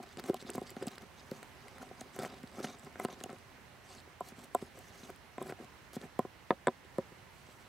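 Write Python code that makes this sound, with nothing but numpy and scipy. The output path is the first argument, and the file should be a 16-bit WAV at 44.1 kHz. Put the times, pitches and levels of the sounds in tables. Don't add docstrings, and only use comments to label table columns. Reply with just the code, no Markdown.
import sys
import numpy as np
from scipy import signal
from scipy.io import wavfile

SR = 44100
rng = np.random.default_rng(int(sys.argv[2]) if len(sys.argv) > 2 else 0)


def digitize_waveform(pressure):
    field = np.atleast_2d(pressure).T
    bounded = np.clip(field, -1, 1)
    quanta = np.round(bounded * 32767).astype(np.int16)
    wavfile.write(sys.argv[1], SR, quanta)


def rack_gain(trim_db):
    fader = np.asarray(trim_db, float)
    return 10 ** (fader / 20)


N = 338685

# [f/Hz, level per Hz/dB]
AIR_COLOUR = [(15, -66), (25, -10.5), (87, -1), (245, -11), (410, -10.5), (445, -11.5), (584, -12.5),
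              (902, -10.5), (1060, -15), (1780, -13), (4600, -25), (14400, -34.5), (16500, -22)]
# [f/Hz, likeness 0 to 1]
AIR_LIKENESS = [(28, 1.0), (60, 0.75), (240, 0.61), (950, 0.62), (3770, 0.46), (15000, 0.024)]
# [f/Hz, left over right/dB]
AIR_LEAN = [(28, -6), (60, -5.5), (240, -4.5), (950, -4.0), (3770, -5), (15000, -0.5)]

# [f/Hz, level/dB, t60/s]
THUD_MODES = [(161, -19, 0.13), (230, -2.5, 0.021), (247.5, 5, 0.039)]
BOARD_MODES = [(382.6, -1.5, 0.049), (432, -2.5, 0.016), (522, -6.5, 0.043)]
BOWL_MODES = [(635, -21, 0.058), (735, -0.5, 0.033), (750, -23, 0.0087)]
WALL_MODES = [(985, -6.5, 0.025), (1029, 0, 0.038)]
RIM_MODES = [(1296, -7.5, 0.04), (1426, -17, 0.063)]
EDGE_MODES = [(1500, 16, 0.0038), (1850, -4, 0.027), (2126, 6, 0.0072), (2570, -2, 0.0085)]
PESTLE_MODES = [(3500, -3, 0.013), (7800, -3, 0.012)]

# [t/s, push/dB, ring/dB, hardness/dB]
SHOVES = [(0.24, -40, -45.5, -3.5), (0.448, -39, -66, 0.5), (0.767, -33, -41, -8), (0.8711, -32, -38, -22),
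          (1.0299, -44, -72, -3), (2.0138, -40, -41.5, -5.5), (2.2328, -58, -36, -10.5),
          (2.249, -63, -35.5, -4.5), (2.4362, -36.5, -62.5, 6), (2.583, -38, -41, -9),
          (2.6436, -34, -36, -2), (2.6712, -48, -45, -4), (3.2402, -44, -39, -9), (3.294, -41, -43, -5),
          (4.3213, -44, -72, 8), (4.3825, -41.5, -69, 5), (5.0319, -41, -61, 1), (5.4948, -48, -48, -1.5),
          (5.966, -27, -39.5, -7), (6.037, -38, -68, 5)]
# [t/s, push/dB, ring/dB, hardness/dB]
NUDGES = [(0.3437, -51, -32, -33), (0.6168, -37.5, -40.5, -28), (0.857, -47, -54, -17),
          (1.429, -74, -45.5, -3.5), (1.8282, -66, -42, -7), (1.9125, -50, -43.5, -22),
          (2.1638, -55, -43, -6), (2.338, -51, -49, -5), (2.602, -37, -63, -9), (2.7046, -77, -46, -8),
          (2.9571, -57, -46, -4), (3.26, -47, -44, -17), (3.329, -47.5, -52, -2), (4.0751, -54.5, -55, -23),
          (5.4675, -47, -47, -6), (5.5228, -43, -38.5, -5.5), (5.609, -47.5, -66, -8),
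          (5.6247, -48, -61, -17), (6.013, -47, -69, 8), (6.0505, -52, -66, -5), (6.849, -56, -75, -16)]
# [t/s, push/dB, ring/dB, hardness/dB]
RAPS = [(0.1966, -40.5, -56.5, 9), (0.2923, -46, -49, -9), (0.2975, -24.5, -37.5, -8),
        (0.333, -43, -46, -7), (0.4952, -38.5, -48.5, -0.5), (0.5505, -36.5, -41, -6),
        (0.716, -43.5, -65, 5.5), (0.8242, -35.5, -42.5, -3.5), (0.98, -60, -59, 8),
        (2.1883, -30.5, -58, 7.5), (2.261, -41.5, -41, -11), (2.998, -44, -34, -5), (3.211, -46, -50, -1.5),
        (4.7825, -54, -60, -3), (5.1008, -42.5, -61, 3), (5.415, -34, -35.5, -14), (5.933, -50, -57, -1),
        (6.2504, -37.5, -43, -22)]
# [t/s, push/dB, ring/dB, hardness/dB]
BLOWS = [(0.171, -44, -57, 1), (0.4239, -46, -62, 4), (0.5796, -33.5, -34.5, -8.5), (1.316, -35, -54, 0),
         (3.026, -46, -60, -5), (3.0491, -29.5, -31, -7), (3.086, -71, -43.5, -5), (3.1289, -68, -49, -12),
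         (4.624, -38.5, -50, -9), (5.3816, -44, -34.5, -6.5), (6.1918, -26.5, -24, -12.5),
         (7.1195, -52, -76, -13), (7.487, -54, -61, -6)]
# [t/s, push/dB, ring/dB, hardness/dB]
MORE_KNOCKS = [(2.196, -33, -44, -4), (2.216, -55, -47, -6), (2.593, -44, -50, -8), (2.609, -55, -62, -11),
               (2.648, -53, -51.5, 4), (2.676, -54, -58, -4), (5.4229, -39, -49, -12), (5.451, -46, -60, -10),
               (5.475, -44, -61, -10), (5.499, -46, -48, 0.5), (5.6, -39, -61, 0), (5.637, -47, -54, -10)]
# [thud/dB, board/dB, wall/dB]
KNOCK_LOSS = [
    (0.5, -11, -14.5),
    (-9, 3, -11.5),
    (-15, -0.5, -5),
    (1.5, 0, -3.5),
    (-5, -4.5, -10),
]

# [t/s, level/dB, brightness/dB]
STEMS = [(0.1961, -41, -4.5), (0.2824, -54, 2), (0.2957, -43, -1), (0.365, -48, -13), (0.881, -38, -8),
         (0.981, -42.5, -12), (1.312, -45, -2), (1.89, -52, -24), (2.473, -48.5, -17), (2.599, -54, 5),
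         (2.643, -39.5, -18), (3.2027, -46, -21), (4.001, -48, -20), (4.618, -52, -11), (5.424, -58.5, 16),
         (5.523, -53, -14), (6.014, -45.5, -20), (6.506, -45, -22), (6.671, -44, -10), (6.683, -61, -21)]
# [t/s, level/dB, brightness/dB]
TICKS = [(0.127, -58, -11), (0.5009, -33.5, -8), (0.554, -40.5, 0), (0.5797, -50, -1), (0.7033, -44.5, 1),
         (0.868, -39.5, -9), (2.1615, -49, 4), (2.2, -58, -7), (2.7852, -54, -9), (2.794, -49.5, -8),
         (2.9967, -42.5, -2), (3.3274, -53, -12), (4.205, -55, 2), (4.286, -49, 2), (4.547, -35.5, 2),
         (4.788, -50, -2), (5.1014, -52, 4), (5.38, -67, -11), (5.477, -55, 5)]
# [t/s, level/dB, brightness/dB]
LEAVES = [(0.171, -45.5, -15), (0.238, -45.5, -7), (0.342, -41.5, -1), (0.8262, -46.5, -2),
          (1.429, -47, -4), (1.6813, -52, -8), (1.7826, -53, -2), (2.0094, -40.5, -10), (2.189, -43, -4),
          (2.233, -52, 10), (2.2489, -48, -10), (2.671, -53, -18), (3.0154, -68, 9), (3.048, -38.5, -3),
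          (3.21, -57, -10), (3.2369, -37, -2), (4.443, -58, 9), (5.0144, -59, -10), (5.16, -56, -2),
          (5.932, -53, 6), (5.9576, -53, 2), (6.19, -43.5, 3), (6.847, -61, -4), (6.982, -48, 0)]
# [t/s, level/dB, middle/dB, brightness/dB]
CRACKLES = [(0.0273, -45, -4, -6), (0.0887, -52, -4, -6), (0.261, -42, -3, -6), (0.3934, -53, -3, -6),
            (0.401, -53, -5, -8), (0.425, -42, -9, -11), (0.4718, -46, -9, -6), (0.601, -56, -5, -6),
            (0.613, -45, -1, -6), (0.6274, -45.5, -5, -6), (0.6324, -49, -3, -6), (0.6679, -45, -13, -12),
            (0.7642, -43.5, -7, -10), (0.9148, -42, -9, -6), (0.9552, -44, -5, -6), (1.0196, -43, -8, -6),
            (2.217, -49, 1, -6), (2.385, -53, 0, -6), (2.4079, -56, -5, -6), (2.4309, -43.5, -2, -6),
            (2.5147, -48, -4, -6), (2.6104, -53, -5, -6), (2.6474, -40, -2, -11), (2.8464, -49, 0, 3),
            (2.9567, -60, -5, -6), (3.0214, -55, -3, -6), (3.055, -40, -14, -13), (3.083, -46, -4, -8),
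            (3.126, -40, -5, -6), (3.2278, -53, -3, -2), (3.2574, -54, 3, -6), (3.2999, -43, -5, -11),
            (3.3144, -54, -5, -6), (3.3844, -50, -0.5, -9), (5.4969, -52, -11, -6), (5.6446, -45, -4, -11)]
# [t/s, level/dB, f/Hz]
POPS = [(0.0, -43, 244), (0.0, -44, 373), (0.001, -42, 737), (0.181, -41, 374), (0.2895, -31, 380),
        (0.289, -48, 530), (0.299, -41, 388), (0.499, -46, 2680), (0.501, -43.5, 720), (0.508, -42, 384),
        (0.553, -38, 240), (0.694, -51, 2000), (0.835, -44, 513), (0.872, -50, 2700), (4.632, -55, 393),
        (1.682, -49, 2070), (1.782, -53, 1900), (1.781, -51, 1310), (1.817, -46.5, 1400), (1.84, -50, 730),
        (2.0082, -46.5, 6500), (2.21, -44, 1350), (2.226, -49, 1900), (2.592, -44.5, 1340),
        (2.6, -52, 5400), (2.647, -41.5, 2970), (2.669, -49, 2800), (2.835, -45.5, 150),
        (2.999, -40.5, 2030), (3.054, -47, 2900), (3.114, -52, 1020), (3.231, -61, 760),
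        (3.2375, -42.5, 6670), (3.239, -43, 2870), (3.983, -54, 4000), (4.208, -51, 170),
        (4.5465, -43, 1150), (5.035, -52, 4000), (6.193, -39, 546), (6.984, -58, 538), (6.5057, -46, 3530),
        (6.6702, -41, 3530), (6.682, -46, 3530)]

# [t/s, pressure/dB]
RUB = [(0, -65), (0.7, -62), (1.2, -65), (2.1, -59.5), (2.75, -58.5), (3.45, -66.5), (4.2, -74.5),
       (4.65, -79), (5.1, -54.5), (5.2, -108), (7.1, -94), (7.68, -80)]
# [t/s, length/s, wood rumble/dB, leaf crunch/dB]
TWISTS = [(0.037, 0.004, -42.5, -69.5), (0.256, 0.055, -40.5, -66.5), (0.876, 0.011, -42, -63.5),
          (1.022, 0.021, -46, -76), (1.242, 0.23, -59, -76), (1.642, 0.095, -70, -86),
          (1.75, 0.046, -65, -90), (1.822, 0.01, -43.5, -67), (2.143, 0.058, -50, -69.5),
          (2.197, 0.029, -39, -66.5), (2.228, 0.014, -35, -62), (2.253, 0.025, -40, -64.5),
          (2.554, 0.058, -42, -69.5), (2.82, 0.05, -61, -75), (2.993, 0.057, -40.5, -67.5),
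          (3.19, 0.053, -52, -75), (3.29, 0.077, -45.5, -78), (4.241, 0.079, -53.5, -68.5),
          (4.374, 0.084, -47.5, -68), (4.756, 0.065, -50, -73), (4.82, 0.095, -84, -73.5),
          (4.926, 0.2, -81, -72), (5.407, 0.037, -39.5, -74), (5.457, 0.024, -42.5, -69),
          (5.495, 0.017, -34, -63), (5.599, 0.056, -44, -75.5), (5.94, 0.029, -51, -64),
          (6.005, 0.064, -44, -74.5), (7.325, 0.47, -83, -78)]
# [t/s, length/s, wood rumble/dB, leaf crunch/dB, crunch centre f/Hz]
DRAGS = [(0.072, 0.075, -90, -71, 3860), (0.192, 0.011, -40.5, -61, 3750), (0.364, 0.012, -50, -67, 3920),
         (0.404, 0.029, -82, -63, 3900), (0.464, 0.054, -46, -64.5, 3780), (0.537, 0.13, -50, -76, 5200),
         (0.545, 0.014, -68, -59.5, 5100), (0.671, 0.047, -70, -64.5, 4530), (0.772, 0.033, -50, -73, 3900),
         (0.819, 0.026, -40, -68, 4100), (0.915, 0.039, -47, -67, 4080), (1.184, 0.031, -77, -68, 3900),
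         (1.962, 0.098, -81, -76, 5100), (2.29, 0.11, -54.5, -72, 3800), (2.639, 0.017, -41.5, -55.5, 4960),
         (2.645, 0.019, -43, -64, 6260), (2.66, 0.091, -51, -65.5, 3900), (3.039, 0.0082, -58, -63, 9000),
         (3.107, 0.037, -42.5, -64.5, 3920), (3.851, 0.16, -53.5, -67.5, 4350),
         (4.538, 0.15, -51, -71.5, 5300)]

# [f/Hz, level/dB, t60/s]
LIP_LOW = [(208, -7, 0.037), (236, -6, 0.06), (373, -0.5, 0.053), (476, -10, 0.033), (537, 1, 0.052),
           (644, -14, 0.066)]
LIP_WALL = [(736, -4, 0.037), (1010, 0.5, 0.025), (1230, -1.5, 0.015)]
LIP_HIGH = [(1475, 2.5, 0.011), (1720, 1.5, 0.01), (2020, -6, 0.0079), (2400, -18, 0.019)]
LIP_TOP = [(3530, -3, 0.018), (3520, 12, 0.022), (4700, -7, 0.0078)]
# [t/s, push/dB, wall/dB, contact/dB, direction +1 or -1]
LIP_KNOCKS = [
    (6.506, -61, -60, -27.5, 1),
    (6.5063, -27.5, -16.5, -21.5, 1),
    (6.5127, -42, -26.5, -32.5, 1),
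    (6.5170, -42, -35, -58, 1),
    (6.5264, -40, -41, -60, 1),
    (6.6707, -28, -47, -21.5, -1),
    (6.6725, -27, -21.5, -26, -1),
    (6.6764, -44, -39, -43, -1),
    (6.6821, -27, -19, -28.5, 1),
    (6.9844, -26.5, -31.5, -40, 1),
]
# [f/Hz, level/dB, t60/s]
FLANK_MODES = [(260, -13.5, 0.081), (406, -10.5, 0.047), (557, -12.5, 0.043), (723, 1, 0.034),
               (1015, -0.5, 0.031), (1330, -11, 0.03)]
# [t/s, level/dB]
FLANK_KNOCKS = [
    (4.2079, -28.5),
    (4.213, -46),
    (4.549, -17),
]
# [f/Hz, level/dB, t60/s]
SING_LOW = [(3400, -4, 0.02), (3720, 0, 0.018)]
SING_HIGH = [(7600, -2, 0.011), (7980, -2, 0.01)]
# [t/s, low song/dB, high song/dB]
FLICKS = [(4.207, -65, -51), (4.548, -43, -34), (5.38, -72, -55), (5.407, -62, -60), (5.4145, -56, -62),
          (5.427, -48, -54), (5.466, -58, -66), (2.634, -61, -52), (2.675, -56, -52), (6.671, -38, -42),
          (6.682, -49, -55)]


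def rms_one(x):
    return x / np.sqrt(np.mean(x ** 2) + 1e-20)


def at_hz(points, hz):
    table_hz, values = np.transpose(points)
    return np.interp(np.log(hz), np.log(table_hz), values)


def low_pass(x, hz):
    return signal.sosfilt(signal.butter(4, hz, fs=SR, output="sos"), x)


def high_pass(x, hz, order=2):
    return signal.sosfilt(signal.butter(order, hz, "high", fs=SR, output="sos"), x)


def band(x, low_hz, high_hz):
    edges = [low_hz, min(high_hz, 0.45 * SR)]
    return signal.sosfilt(signal.butter(2, edges, "band", fs=SR, output="sos"), x)


def top_cut(x, hz=16200):
    return signal.sosfilt(signal.cheby2(14, 45, hz, fs=SR, output="sos"), x)


def drift(rate):
    r = np.exp(-80 * np.pi * rate / SR)
    noise = rng.standard_normal(N // 40 + 2002)
    slow = signal.lfilter([1], [1, -2 * r, r * r], noise)[2000:]
    return np.interp(np.arange(N) / 40, np.arange(len(slow)), rms_one(slow))


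def ring(force, hz, t60):
    r = rack_gain(-60 / (t60 * SR))
    w = 2 * np.pi * hz / SR
    return signal.lfilter([0, np.sin(w)], [1, -2 * r * np.cos(w), r * r], force + 1e-18)


def grains(per_s, spread_db):
    sizes = rack_gain(spread_db * np.minimum(rng.exponential(1, N), 5)) * rng.choice([-1, 1], N)
    return sizes * (rng.random(N) < per_s / SR)


def strike(modes, at, level_db, contact_hz, scatter_db):
    out = np.zeros(N)
    luck = rng.standard_normal((len(at), len(modes)))
    for k, (hz, db, t60) in enumerate(modes):
        clicks = np.zeros(N)
        clicks[at] = rack_gain(level_db + db + scatter_db * luck[:, k])
        out += ring(clicks, hz, t60)
    return signal.sosfilt(signal.bessel(4, contact_hz, fs=SR, output="sos", norm="mag"), out)


def air():
    out = 0
    together = drift(1.0)
    edges = 24 * 2 ** np.arange(0, 9.6, 0.5)
    white = rng.standard_normal((2, 2, N))
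    for k, (low, high) in enumerate(zip(edges, edges[1:])):
        mid, side = band(white[k % 2], low, high)
        hz = np.sqrt(low * high)
        alike = np.clip(at_hz(AIR_LIKENESS, hz) - 0.1, -0.5, 1)
        lean = rack_gain(at_hz(AIR_LEAN, hz) / 2)
        gain = rack_gain(at_hz(AIR_COLOUR, hz) + 0.4 * together + 0.9 * drift(12.4))
        stereo = np.sqrt(1 + alike) * mid + np.sqrt(1 - alike) * side * [[1], [-1]]
        out = out + gain * stereo * [[lean], [1 / lean]]
    return rack_gain(-56.5) * rms_one(top_cut(out))


def pops():
    out = np.zeros(N)
    t = np.arange(6000) / SR
    for s, db, hz in POPS:
        swell = 1 - np.exp(-t * hz)
        t60 = 10.3 / hz + 0.0092
        i = max(int(s * SR), 0)
        out[i:i + 6000] += swell * rack_gain(db + 8 - 60 * t / t60) * np.sin(2 * np.pi * hz * t)
    return out


def snaps():
    crackle_db = -7
    # t/s, low/dB, middle/dB, high/dB
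    rows = [(s, db, db - 9, db + top) for s, db, top in STEMS]
    rows += [(s, db - 11, db, db + top) for s, db, top in TICKS]
    rows += [(s, db, db, db + top) for s, db, top in LEAVES]
    for s, db, middle, top in CRACKLES:
        level = db + crackle_db
        rows.append((s, level, level + middle, level + top))

    out = np.zeros(N)
    t = np.arange(600) / SR
    fade = rack_gain(-60 * t / 0.0055) * np.minimum(t / 0.0003, 1)
    (low_hz, _, low_t60), (high_hz, _, high_t60) = PESTLE_MODES
    for s, low_db, middle_db, high_db in rows:
        burst = rng.standard_normal(600) * fade
        low = band(band(burst, 2900, 5600), 2600, 6000) + 0.008 * ring(burst, low_hz, low_t60)
        middle = band(band(burst, 7060, 9000), 6500, 10500) + 0.035 * ring(burst, high_hz, high_t60)
        parts = [(low, low_db),
                 (band(burst, 5200, 7200), (low_db + middle_db) / 2 - 4),
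                 (middle, middle_db),
                 (band(burst, 9000, 15000), high_db)]
        snap = sum(rack_gain(db + 4.0) * part / np.abs(part).max() for part, db in parts)
        i = int((s + 0.0007) * SR)
        out[i:i + 600] += snap[:N - i]
    return out


def lip_knocks():
    s, push_db, wall_db, contact_db, way = np.transpose(LIP_KNOCKS)
    lip = np.zeros(N)
    for sign in (-1, 1):
        these = way == sign
        at = (s[these] * SR).astype(int)
        late = at + int(0.0005 * SR)
        lip += sign * (strike(LIP_LOW, late, push_db[these], contact_hz=800, scatter_db=1.5)
                       - strike(LIP_WALL, at, wall_db[these], contact_hz=1500, scatter_db=1.5)
                       - strike(LIP_HIGH, at, contact_db[these], contact_hz=2150, scatter_db=5.0))
    top = strike(LIP_TOP, (s * SR).astype(int), contact_db - 21, contact_hz=7000, scatter_db=1.5)
    return low_pass(lip, 2400) + band(top, 4230, 5600)


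def flank_knocks():
    s, db = np.transpose(FLANK_KNOCKS)
    wall = strike(FLANK_MODES, (s * SR).astype(int), db, contact_hz=1200, scatter_db=1.0)
    return band(wall, 357, 1270)


def pestle_song():
    s, low_db, high_db = np.transpose(FLICKS)
    at = (s * SR).astype(int)
    low = strike(SING_LOW, at, low_db, contact_hz=9000, scatter_db=2.0)
    high = strike(SING_HIGH, at, high_db, contact_hz=14000, scatter_db=5.0)
    return band(low, 2500, 3850) + band(high, 7000, 9600)


def wood_rumble(grit):
    parts = [(THUD_MODES, -3.0), (BOARD_MODES, 0.0), (BOWL_MODES, -1.5),
             (WALL_MODES, -8.0), (RIM_MODES, -11.0), (EDGE_MODES, -13.0)]
    out = np.zeros(N)
    for modes, part_db in parts:
        for k, (hz, db, t60) in enumerate(modes):
            out += rack_gain(db + part_db) * ring(grit, hz, t60) * (-1) ** k
    return rms_one(out)


def grinding():
    t = np.arange(N) / SR
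    stutter = rack_gain(3.2 * drift(35))
    wood = wood_rumble(grains(900, spread_db=2.5) * stutter)
    cracks = grains(3500 * rack_gain(2.5 * drift(60)), spread_db=3.8) * np.sqrt(stutter)
    powder = grains(9000 * rack_gain(3.5 * drift(57)), spread_db=3.6) * np.sqrt(stutter)
    dust = rms_one(band(band(powder, 2300, 17800), 2300, 14000))
    patches = rack_gain(2.0 * drift(20))
    edges = np.geomspace(1500, 12000, 9)
    flakes = sum(rack_gain(1.6 * drift(25)) * band(cracks, low, high) for low, high in zip(edges, edges[1:]))

    rub_crunch = rack_gain(-11) * rms_one(band(flakes, 1670, 7600))
    out = rack_gain(np.interp(t, *np.transpose(RUB))) * (wood + rub_crunch)

    strokes = [(*row, 4260, row[3] + 2) for row in TWISTS]
    strokes += [(*row, row[3] - 8) for row in DRAGS]
    for s, length, wood_db, crunch_db, hz, dust_db in strokes:
        start, end = s - 0.012, s + length + 0.0035
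        now = slice(max(int(start * SR), 0), min(int(end * SR), N))
        pressure = np.abs(np.sin(np.pi * (t[now] - start) / (end - start))) ** 0.46
        squeak = band(band(cracks[now], 0.88 * hz, 1.143 * hz), 0.88 * hz, 1.143 * hz)
        broad = band(band(flakes[now], 0.48 * hz, 1.95 * hz), 0.45 * hz, 2.1 * hz)
        leaves = rms_one(squeak * patches[now] + 1.4 * broad)
        out[now] += pressure * (rack_gain(wood_db - 8.5) * rms_one(wood[now])
                                + rack_gain(crunch_db + 6.0) * leaves
                                + rack_gain(dust_db + 1.5) * dust[now])
    return top_cut(out)


def knocks():
    rows = []
    for kind, (thud, board, wall) in zip([SHOVES, NUDGES, RAPS, BLOWS, MORE_KNOCKS], KNOCK_LOSS):
        for s, push, ring_db, hard in kind:
            rows.append((s, push + thud, push + board, ring_db, ring_db + wall, ring_db + hard))
    s, thud_db, board_db, bowl_db, wall_db, rim_db = np.transpose(rows)
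    at = (s * SR).astype(int)
    late = at + int(0.00057 * SR)
    edge_db = rim_db + 0.7 * np.minimum(rim_db - bowl_db, 4)
    wood = (strike(THUD_MODES, late, thud_db - 6.0, contact_hz=506, scatter_db=2.0)
            + strike(BOARD_MODES, late, board_db + 1.5, contact_hz=640, scatter_db=3.0)
            - strike(BOWL_MODES, at, bowl_db + 5.0, contact_hz=945, scatter_db=1.0)
            - strike(WALL_MODES, at, wall_db + 2.5, contact_hz=1250, scatter_db=1.2)
            + strike(RIM_MODES, at, rim_db + 0.5, contact_hz=1730, scatter_db=4.5)
            - strike(EDGE_MODES, at, edge_db - 0.5, contact_hz=2140, scatter_db=3.5))
    pestle = strike(PESTLE_MODES, at, edge_db - 2.5, contact_hz=5000, scatter_db=2.5)
    return low_pass(wood, 2800) + pestle


def scene():
    shaft = lip_knocks() + flank_knocks() + pestle_song()
    work = high_pass(knocks() + shaft + snaps() + grinding() + pops(), 135, order=4)
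    apart = 0.58 * high_pass(np.roll(work, 11), 11000) + 0.015 * np.roll(work, 40)
    apart += 0.092 * high_pass(work, 2500)
    return work - apart * [[1], [-1]] + air()


def band_limit(x):
    return signal.sosfilt(signal.butter(12, 16830, fs=SR, output="sos"), x)


def record(dry):
    mix = top_cut(high_pass(dry, 60), 16700)
    return band_limit(mix)


dry = scene()
out = record(dry)
digitize_waveform(out)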